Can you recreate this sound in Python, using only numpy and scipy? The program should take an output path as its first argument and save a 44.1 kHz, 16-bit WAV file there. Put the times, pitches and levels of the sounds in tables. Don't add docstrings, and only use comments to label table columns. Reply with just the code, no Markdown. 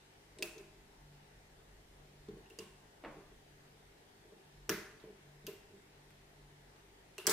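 import sys
import numpy as np
from scipy import signal
from scipy.fft import rfft, irfft
from scipy.io import wavfile
from scipy.ndimage import uniform_filter1d

SR = 44100
rng = np.random.default_rng(int(sys.argv[2]) if len(sys.argv) > 2 else 0)


def boost(x):
    u = np.asarray(x, float) / 20
    return 10 ** u


def materialize(psi):
    bounded = np.clip(np.atleast_2d(psi).T, -1, 1)
    quanta = np.round(bounded * 32767).astype(np.int16)
    wavfile.write(sys.argv[1], SR, quanta)


N = 322812


def evened(x):
    return x / np.sqrt(np.mean(x ** 2) + 1e-20)


def read(points, hz):
    f, value = np.transpose(points)
    return np.interp(np.log(hz + 1), np.log(f + 1), value)


def add(mix, s, sound):
    part = mix[..., round(s * SR):][..., :sound.shape[-1]]
    part += sound[..., :part.shape[-1]]


def panned(x, pan_db):
    return x * boost(np.array([[0.5], [-0.5]]) * pan_db)


def causal(db):
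    mirrored = np.r_[db, db[-2:0:-1]]
    log_gain = np.log(boost(np.maximum(mirrored, -90)))
    pulse = np.fft.ifft(np.exp(np.conj(signal.hilbert(log_gain)))).real[:900]
    return pulse / abs(pulse).max()


def ring(modes, rise_s, scatter_db):
    t = np.arange(SR // 3) / SR
    tones = np.zeros(len(t))
    for hz, db, t60 in modes:
        level_luck, phase_luck = rng.standard_normal(2)
        decay = boost(db + scatter_db * level_luck - 60 * t / t60)
        tones += decay * np.sin(2 * np.pi * hz * t + 1.6 * phase_luck)
    out = tones * (1 - np.exp(-t / max(rise_s, 1e-4))) ** 2
    return out / abs(out).max()


# (time [s], snap level [dB], brightness tilt [dB per octave], left-right [dB], room share [dB])
PIN_CLICKS = [(0.387, -49.5, -0.5, 6, 3.5), (0.425, -29, 1.1, 0, 2.6), (0.5811, -50.5, -1.5, 3, 5.5),
              (2.287, -56, -6.5, 6, -5), (2.459, -69, -1, 3, 0.1), (2.501, -54.5, 2.5, -3, 6),
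              (2.5883, -42.5, 0.5, -1.5, 6), (4.6942, -24, 1.1, 2.5, 3.5), (5.0001, -63, -1.2, -7, 13),
              (5.4677, -37, 3.5, 0, 2.5), (6.106, -60, -1, 3, 3.5), (6.761, -64, -4, -2, -2),
              (7.1814, -38, 0.4, 0, 5), (7.2578, -46, -7.5, 1, -3), (7.2685, -20, 2, 1, 6.5),
              (7.2703, -19, 1, 1, -7), (7.2748, -28.5, -1.5, 1, 8.5), (7.2844, -31.5, -3.2, -4, -2),
              (7.2964, -20.5, 1.5, 2, 12.5)]
# (until [s], [(frequency [Hz], level [dB per Hz])])
PIN_COLOURS = [
    (.41, [(880, -48), (1500, -13), (2640, -11), (3310, -15), (3880, -3.5), (6830, -13), (8240, -7), (16000, -40)]),
    (1.5, [(470, -33), (965, -18), (2150, -16), (2630, -4), (2910, -14.5), (7000, -15), (13400, -24.5), (16000, -27.5)]),
    (3.5, [(470, -35), (907, -12.5), (1080, -2), (1240, -17), (2730, -10.5), (3220, -10.5), (8230, -13.5), (16000, -29)]),
    (4.85, [(400, -20), (1750, -3), (3000, -12), (6400, -10.5), (7620, -20), (13700, -19.5), (14900, -16), (16000, -34)]),
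    (6.9, [(470, -47), (930, -5), (1500, -8), (2700, -4), (7500, -13), (10000, -23), (13500, -13.5), (16000, -30.5)]),
    (7.22, [(470, -36), (900, -10.5), (2380, -16), (2730, 1), (3180, -9.5), (5720, -15), (12000, -18), (16000, -33)]),
    (9.5, [(350, -27.5), (900, -6), (2200, -4), (2610, -13), (5190, -4.5), (8160, -4), (9110, -10), (15600, -17)]),
]


def clicks():
    near, far = np.zeros((2, N)), np.zeros(N)
    hz = np.fft.rfftfreq(2048, 1 / SR)
    decay = boost(-60 * np.arange(900) / SR / 0.0045)
    for s, snap_db, tilt_db, pan_db, room_db in PIN_CLICKS:
        shared, left, right = rng.standard_normal((3, 900)) * decay
        chatter = np.array([shared + 0.54 * left, shared + 0.71 * right])
        chatter /= np.linalg.norm(chatter[0])
        colour = next(points for until, points in PIN_COLOURS if s < until)
        pulse = causal(read(colour, hz) + tilt_db * np.log2((hz + 100) / 5000))
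        tick = 1.82 * signal.fftconvolve(chatter, pulse[None])[:, :900]
        add(near, s - 0.0003, panned(boost(snap_db + 5.5) * tick, pan_db))
        add(far, s, boost(snap_db + room_db + 7) * pulse)
    return near, far


# (time [s], level [dB], frequency [Hz], t60 [s])
PIN_NOTES = [(0.385, -50, 8300, 0.006), (0.4239, -29, 5050, 0.006), (0.4265, -25.5, 4570, 0.0067),
             (2.501, -48, 5100, 0.0054), (2.5883, -29, 4950, 0.0071), (4.6938, -18.5, 5390, 0.006),
             (5.4677, -36, 4760, 0.012), (7.1816, -35, 4270, 0.006), (7.2678, -9.5, 5380, 0.0054),
             (7.2695, -15.5, 8320, 0.0071), (7.295, -17, 5100, 0.0056)]


def pin_notes():
    out = np.zeros(N)
    for s, db, hz, t60 in PIN_NOTES:
        add(out, s, boost(db - 8.5) * ring([(hz, 0, t60)], rise_s=0.0001, scatter_db=0))
    return out


# (time [s], level [dB], frequency [Hz], t60 [s], singing mode relative level [dB])
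BLADE_TWANGS = [
    (0.4277, -35.5, 2650, 0.025, -18),
    (.582, -63, 2740, 0.027, -11),
    (2.46, -59, 2800, .03, -35),
    (2.504, -54.5, 2790, 0.041, -35),
    (2.59, -44, 2820, 0.034, -22),
    (4.6952, -37, 2160, 0.017, -45),
    (4.697, -40.5, 1735, 0.071, -40),
    (5.47, -46, 2744, 0.03, -19),
    (7.185, -48.5, 2750, .02, -6),
    (7.274, -31.5, 3200, 0.036, -28),
]
# (frequency ratio, level [dB])
BLADE_MODES = [(0.947, 3), (0.999, 6.5), (1.038, -5)]


def twangs():
    out = np.zeros(N)
    for s, db, hz, t60, sing_db in BLADE_TWANGS:
        modes = [(hz * ratio, mode_db, t60) for ratio, mode_db in BLADE_MODES]
        modes.append((hz * 1.004, sing_db, 0.61))
        add(out, s, boost(db) * ring(modes, rise_s=0.00035, scatter_db=0))
    return out


# (frequency [Hz], level [dB], t60 [s])
BENCH_DEEP = [(103, -7, 0.14), (158.6, -2.5, 0.15), (198.8, 4.5, 0.14)]
BENCH_MIDDLE = [(254, -4, 0.068), (293, 6, 0.097)]
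BENCH_MAIN = [(341.7, -2, 0.096), (390.5, 1, 0.11), (438.8, -1, 0.11)]
BENCH_UPPER = [(618, 5.5, 0.13), (765.5, -11.5, 0.27), (1025, 1, 0.051)]
# (time [s], level [dB], deep modes relative level [dB], upper modes relative level [dB])
VISE_JOLTS = [(0.393, -45.5, -14, -11), (0.404, -41, -26, -9), (0.425, -37.5, -19, -6),
              (0.444, -43, -15, -2.5), (2.506, -52, -15, -22), (2.589, -42, -10.5, -12),
              (2.619, -53, 3.5, -6), (2.662, -58, -16, -19), (4.692, -35, -9, -14), (4.701, -29.5, -8, -16),
              (4.719, -35, -20, -10), (4.777, -44, -10, -15), (5.479, -39.5, -13.5, -7.5),
              (5.525, -51, -23, -27), (7.186, -44, -30, -6), (7.206, -50, -22, -12), (7.25, -45, -13, -11),
              (7.277, -27, -12.5, -8.5), (7.293, -28.5, -29, -12)]
# (time [s], level [dB], deep modes relative level [dB], upper modes relative level [dB])
HAND_PUSHES = [(0.37, -57.5, -3.5, 0), (0.554, -51, -17, -22), (0.574, -44, -19, -16),
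               (0.599, -47, -15.5, -6.5), (2.286, -40.5, -4, -28), (2.308, -43.5, -5, -27),
               (2.336, -50, -1, -20), (2.371, -45, -23, -15), (3.171, -47, -11, -14),
               (3.193, -50, -11, -24), (3.321, -54.5, -20, -11), (4.248, -54.5, -11, -8),
               (4.322, -50, -10, -8), (4.364, -55, -9, -12), (5.04, -44, -11, -8), (5.074, -46.5, -28, -19),
               (5.094, -45, -10.5, -14), (5.444, -54.5, 1.5, -11), (5.708, -54, -12, -15),
               (5.736, -50.5, -4, -14)]


def thumps(blows, rise_s, middle_db):
    out = np.zeros(N)
    for s, db, deep_db, upper_db in blows:
        sound = ring(BENCH_MAIN, rise_s, scatter_db=3)
        sound += boost(deep_db) * ring(BENCH_DEEP, rise_s, scatter_db=1)
        sound += boost(upper_db - 2.5) * ring(BENCH_UPPER, rise_s, scatter_db=-1)
        sound += boost(middle_db) * ring(BENCH_MIDDLE, rise_s, scatter_db=-2.5)
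        add(out, s - 0.003, boost(db - 1.5) * sound)
    return out


def bench_thumps():
    jolts = thumps(VISE_JOLTS, rise_s=0.0021, middle_db=-20)
    return jolts + thumps(HAND_PUSHES, rise_s=0.0023, middle_db=-20.5)


# (time [s], level [dB], room share [dB])
DULL_KNOCKS = [
    (3.035, -41, 0.5),
    (3.044, -37.5, 2.5),
    (3.054, -44.5, 3),
]
# (frequency [Hz], level [dB per Hz])
DULL_COLOUR = [(120, -44), (200, -21), (286, 3.5), (440, -8), (518, -1), (719, -8.5), (982, -10.5),
               (1160, -9), (1360, -17), (2040, -16), (4100, -32), (5600, -45), (9100, -69), (15400, -120)]


def knocks():
    near, far = np.zeros((2, N))
    colour = boost(read(DULL_COLOUR, np.fft.rfftfreq(2048, 1 / SR)))
    n = np.arange(2048)
    for s, db, room_db in DULL_KNOCKS:
        burst = rng.standard_normal(2048) * boost(-60 * n / SR / 0.031)
        burst *= np.minimum(n / 130, 1) ** 2
        burst = irfft(rfft(np.roll(burst, 60)) * colour)
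        blow = np.roll(irfft(colour), 100)[:600]
        add(near, s, boost(db + 2.5) * burst / abs(burst).max())
        add(far, s, boost(db + room_db) * blow / abs(blow).max())
    return near, far


# (delay [s], level [dB])
NEAR_ECHOES = [(.0023, -5), (.0046, -5), (.0068, -9.5), (.0085, -12.5), (0.0095, -18.5)]


def echoed(x):
    out = x.copy()
    for s, db in NEAR_ECHOES:
        for side in (0, 1):
            delay_s = s * rng.uniform(0.9, 1.05)
            add(out[side], delay_s, boost(db) * rng.choice([-1, 1]) * x[side])
    return out


# (frequency [Hz], t60 [s])
ROOM_DECAY = [(150, 0.58), (400, 0.56), (1000, 0.7), (2000, 0.67), (4000, 0.53), (8000, 0.58),
              (16000, 0.26)]
# (frequency [Hz], level [dB])
TAIL_COLOUR = [(150, -0.5), (500, -1.5), (1500, 0.5), (4000, -2.5), (7000, -5), (10000, -1), (15800, 4),
               (16100, -20)]
# (frequency [Hz], shared part over own part [ratio])
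TAIL_SHARED = [(200, 4.7), (700, 2.3), (3000, 0.69), (12000, 0.097)]


def room(x, start_s=0.0016, build_s=0.0041):
    size = SR * 2 // 3
    taps = rng.choice([-1.0, 1.0], (3, size)) * (rng.random((3, size)) < 0.3)
    hz, t, z = signal.stft(taps, SR, nperseg=256)
    shared = read(TAIL_SHARED, hz)[:, None]
    z = (z[:2] + shared * z[2]) / np.sqrt(1 + shared ** 2)
    z *= boost(read(TAIL_COLOUR, hz)[:, None] - 60 * t / read(ROOM_DECAY, hz)[:, None])
    tail = signal.istft(z, SR, nperseg=256)[1][:, :size]
    tail *= 1 - np.exp(-np.maximum(np.arange(size) / SR - start_s, 0) / build_s)
    return signal.fftconvolve(x[None], tail / np.linalg.norm(tail[0]), axes=1)[:, :N]


# (frequency [Hz], level [dB per Hz])
AIR_COLOUR = [(35, -34), (60, -4), (71, -9), (113, -18.5), (146, -9.5), (173, -15.5), (194, -18),
              (358, -14.5), (393, -8), (509, -16), (894, -13), (982, -18), (3250, -22.5), (15000, -35),
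              (16500, -72)]
# (centre [Hz], width [Hz], level [dB])
AIR_BUMPS = [(100, 15, -0.5), (296, 29, -0.5), (1230, 260, -2), (1840, 340, 3), (13100, 1900, -2.5)]
# (frequency [Hz], correlation [-1 to 1])
AIR_LIKENESS = [(60, 1.0), (150, 0.84), (380, 0.44), (950, -0.11), (2380, -0.071), (5980, -0.19),
                (15000, 0.13)]
# (frequency [Hz], left over right [dB])
AIR_BALANCE = [(60, -1), (180, -1.5), (550, 2.5), (1650, 1.5), (4970, 1), (15000, 0.5)]


def room_tone():
    frames, hz = N // 512 + 5, np.fft.rfftfreq(2048, 1 / SR)
    a, b, c, d, patches = rng.standard_normal((frames, 1025, 5)).T
    patches = uniform_filter1d(patches, 20, 0)
    patches = evened(uniform_filter1d(patches, 10, 1))
    same = np.clip(read(AIR_LIKENESS, hz), -1, 1)[:, None]
    left = a + 1j * b
    right = same * left + np.sqrt(1 - same ** 2) * (c + 1j * d)
    z = np.array([left, right])
    bumps_db = sum(db * np.exp(-((hz - centre) / width) ** 2) for centre, width, db in AIR_BUMPS)
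    colour_db = read(AIR_COLOUR, hz) + bumps_db
    z *= boost(colour_db[:, None] + 1.12 * patches) * (hz > 65)[:, None]
    z *= boost(np.array([0.5, -0.5])[:, None, None] * read(AIR_BALANCE, hz)[:, None])
    return boost(-64) * evened(signal.istft(z, nperseg=2048, noverlap=1536)[1][:, :N])


def bench_drone():
    noise = rng.standard_normal(N)
    modes = ring(BENCH_MAIN, rise_s=0, scatter_db=0)
    return boost(-75.5) * evened(signal.fftconvolve(noise, modes)[:N])


# (time [s], level [dB])
RUMBLE_LEVEL = [(0.0, -74), (0.5, -68), (1.3, -65.5), (1.5, -64), (2.4, -62.5), (2.55, -71), (2.9, -68.5),
                (3.1, -61), (3.5, -66.5), (3.65, -70), (4.3, -71), (4.43, -79), (4.56, -65), (5.2, -73),
                (5.4, -67), (7.32, -70.5)]


def rumble():
    noise = rng.standard_normal(N)
    throb_band = signal.butter(2, [40, 48], "bandpass", fs=SR, output="sos")
    wash_band = signal.butter(1, [18, 62], "bandpass", fs=SR, output="sos")
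    throb = signal.sosfilt(throb_band, noise)
    wash = signal.sosfilt(wash_band, noise[::-1])
    times, levels = np.transpose(RUMBLE_LEVEL)
    level_db = np.interp(np.arange(N) / SR, times, levels) - 1.5
    return boost(level_db) * evened(evened(throb) + 0.87 * evened(wash))


# (middle [s], half length [s], level [dB])
HUM_SWELLS = [(.4, 0.13, -73.5), (.65, 0.088, -72), (1.12, 0.11, -64.5), (1.33, 0.16, -74.5),
              (1.67, 0.076, -72), (2.05, 0.14, -71), (2.27, 0.14, -67.5), (2.733, 0.16, -71.5),
              (3.118, .08, -69.5), (3.597, 0.25, -72.5), (4.58, 0.14, -68), (5.34, 0.13, -64),
              (6.082, 0.17, -69.5), (6.518, 0.19, -66.5)]
# (order, level [dB])
SHAFT_ORDERS = [(1, -78), (2, -79), (4, -80), (5, -83), (6, -82)]


def hum():
    t = np.arange(N) / SR
    level = boost(-78.5)
    for s, half_s, db in HUM_SWELLS:
        level = level + boost(db) * np.exp(-((t - s) / half_s) ** 2)
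    out = level * np.sin(2 * np.pi * 145.4 * t)
    turns = t * 49.1
    for order, db in SHAFT_ORDERS:
        waver_db = 0.83 * np.sin(turns / (9 + order) + order)
        out += boost(db + waver_db) * np.sin(2 * np.pi * order * turns)
    return np.sqrt(2) * out


def scene():
    lock, lock_far = clicks()
    pins = pin_notes()
    pick = twangs()
    knock, knock_far = knocks()
    bench = bench_thumps()
    into_room = lock_far + boost(-33) * pins + boost(-6.5) * pick + boost(-8) * bench + boost(6) * knock_far
    tail = room(into_room)
    direct = echoed(lock + pins) + pick + bench + knock
    background = room_tone() + bench_drone() + rumble() + hum()
    return direct + tail + background


def top_cut(x):
    return signal.sosfilt(signal.butter(12, 16610, fs=SR, output="sos"), x)


def record(dry):
    edge = signal.firwin(255, 16450, window=("kaiser", 8), fs=SR)
    mix = signal.oaconvolve(dry, edge[None], "same")
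    return top_cut(mix)


dry = scene()
out = record(dry)
materialize(out)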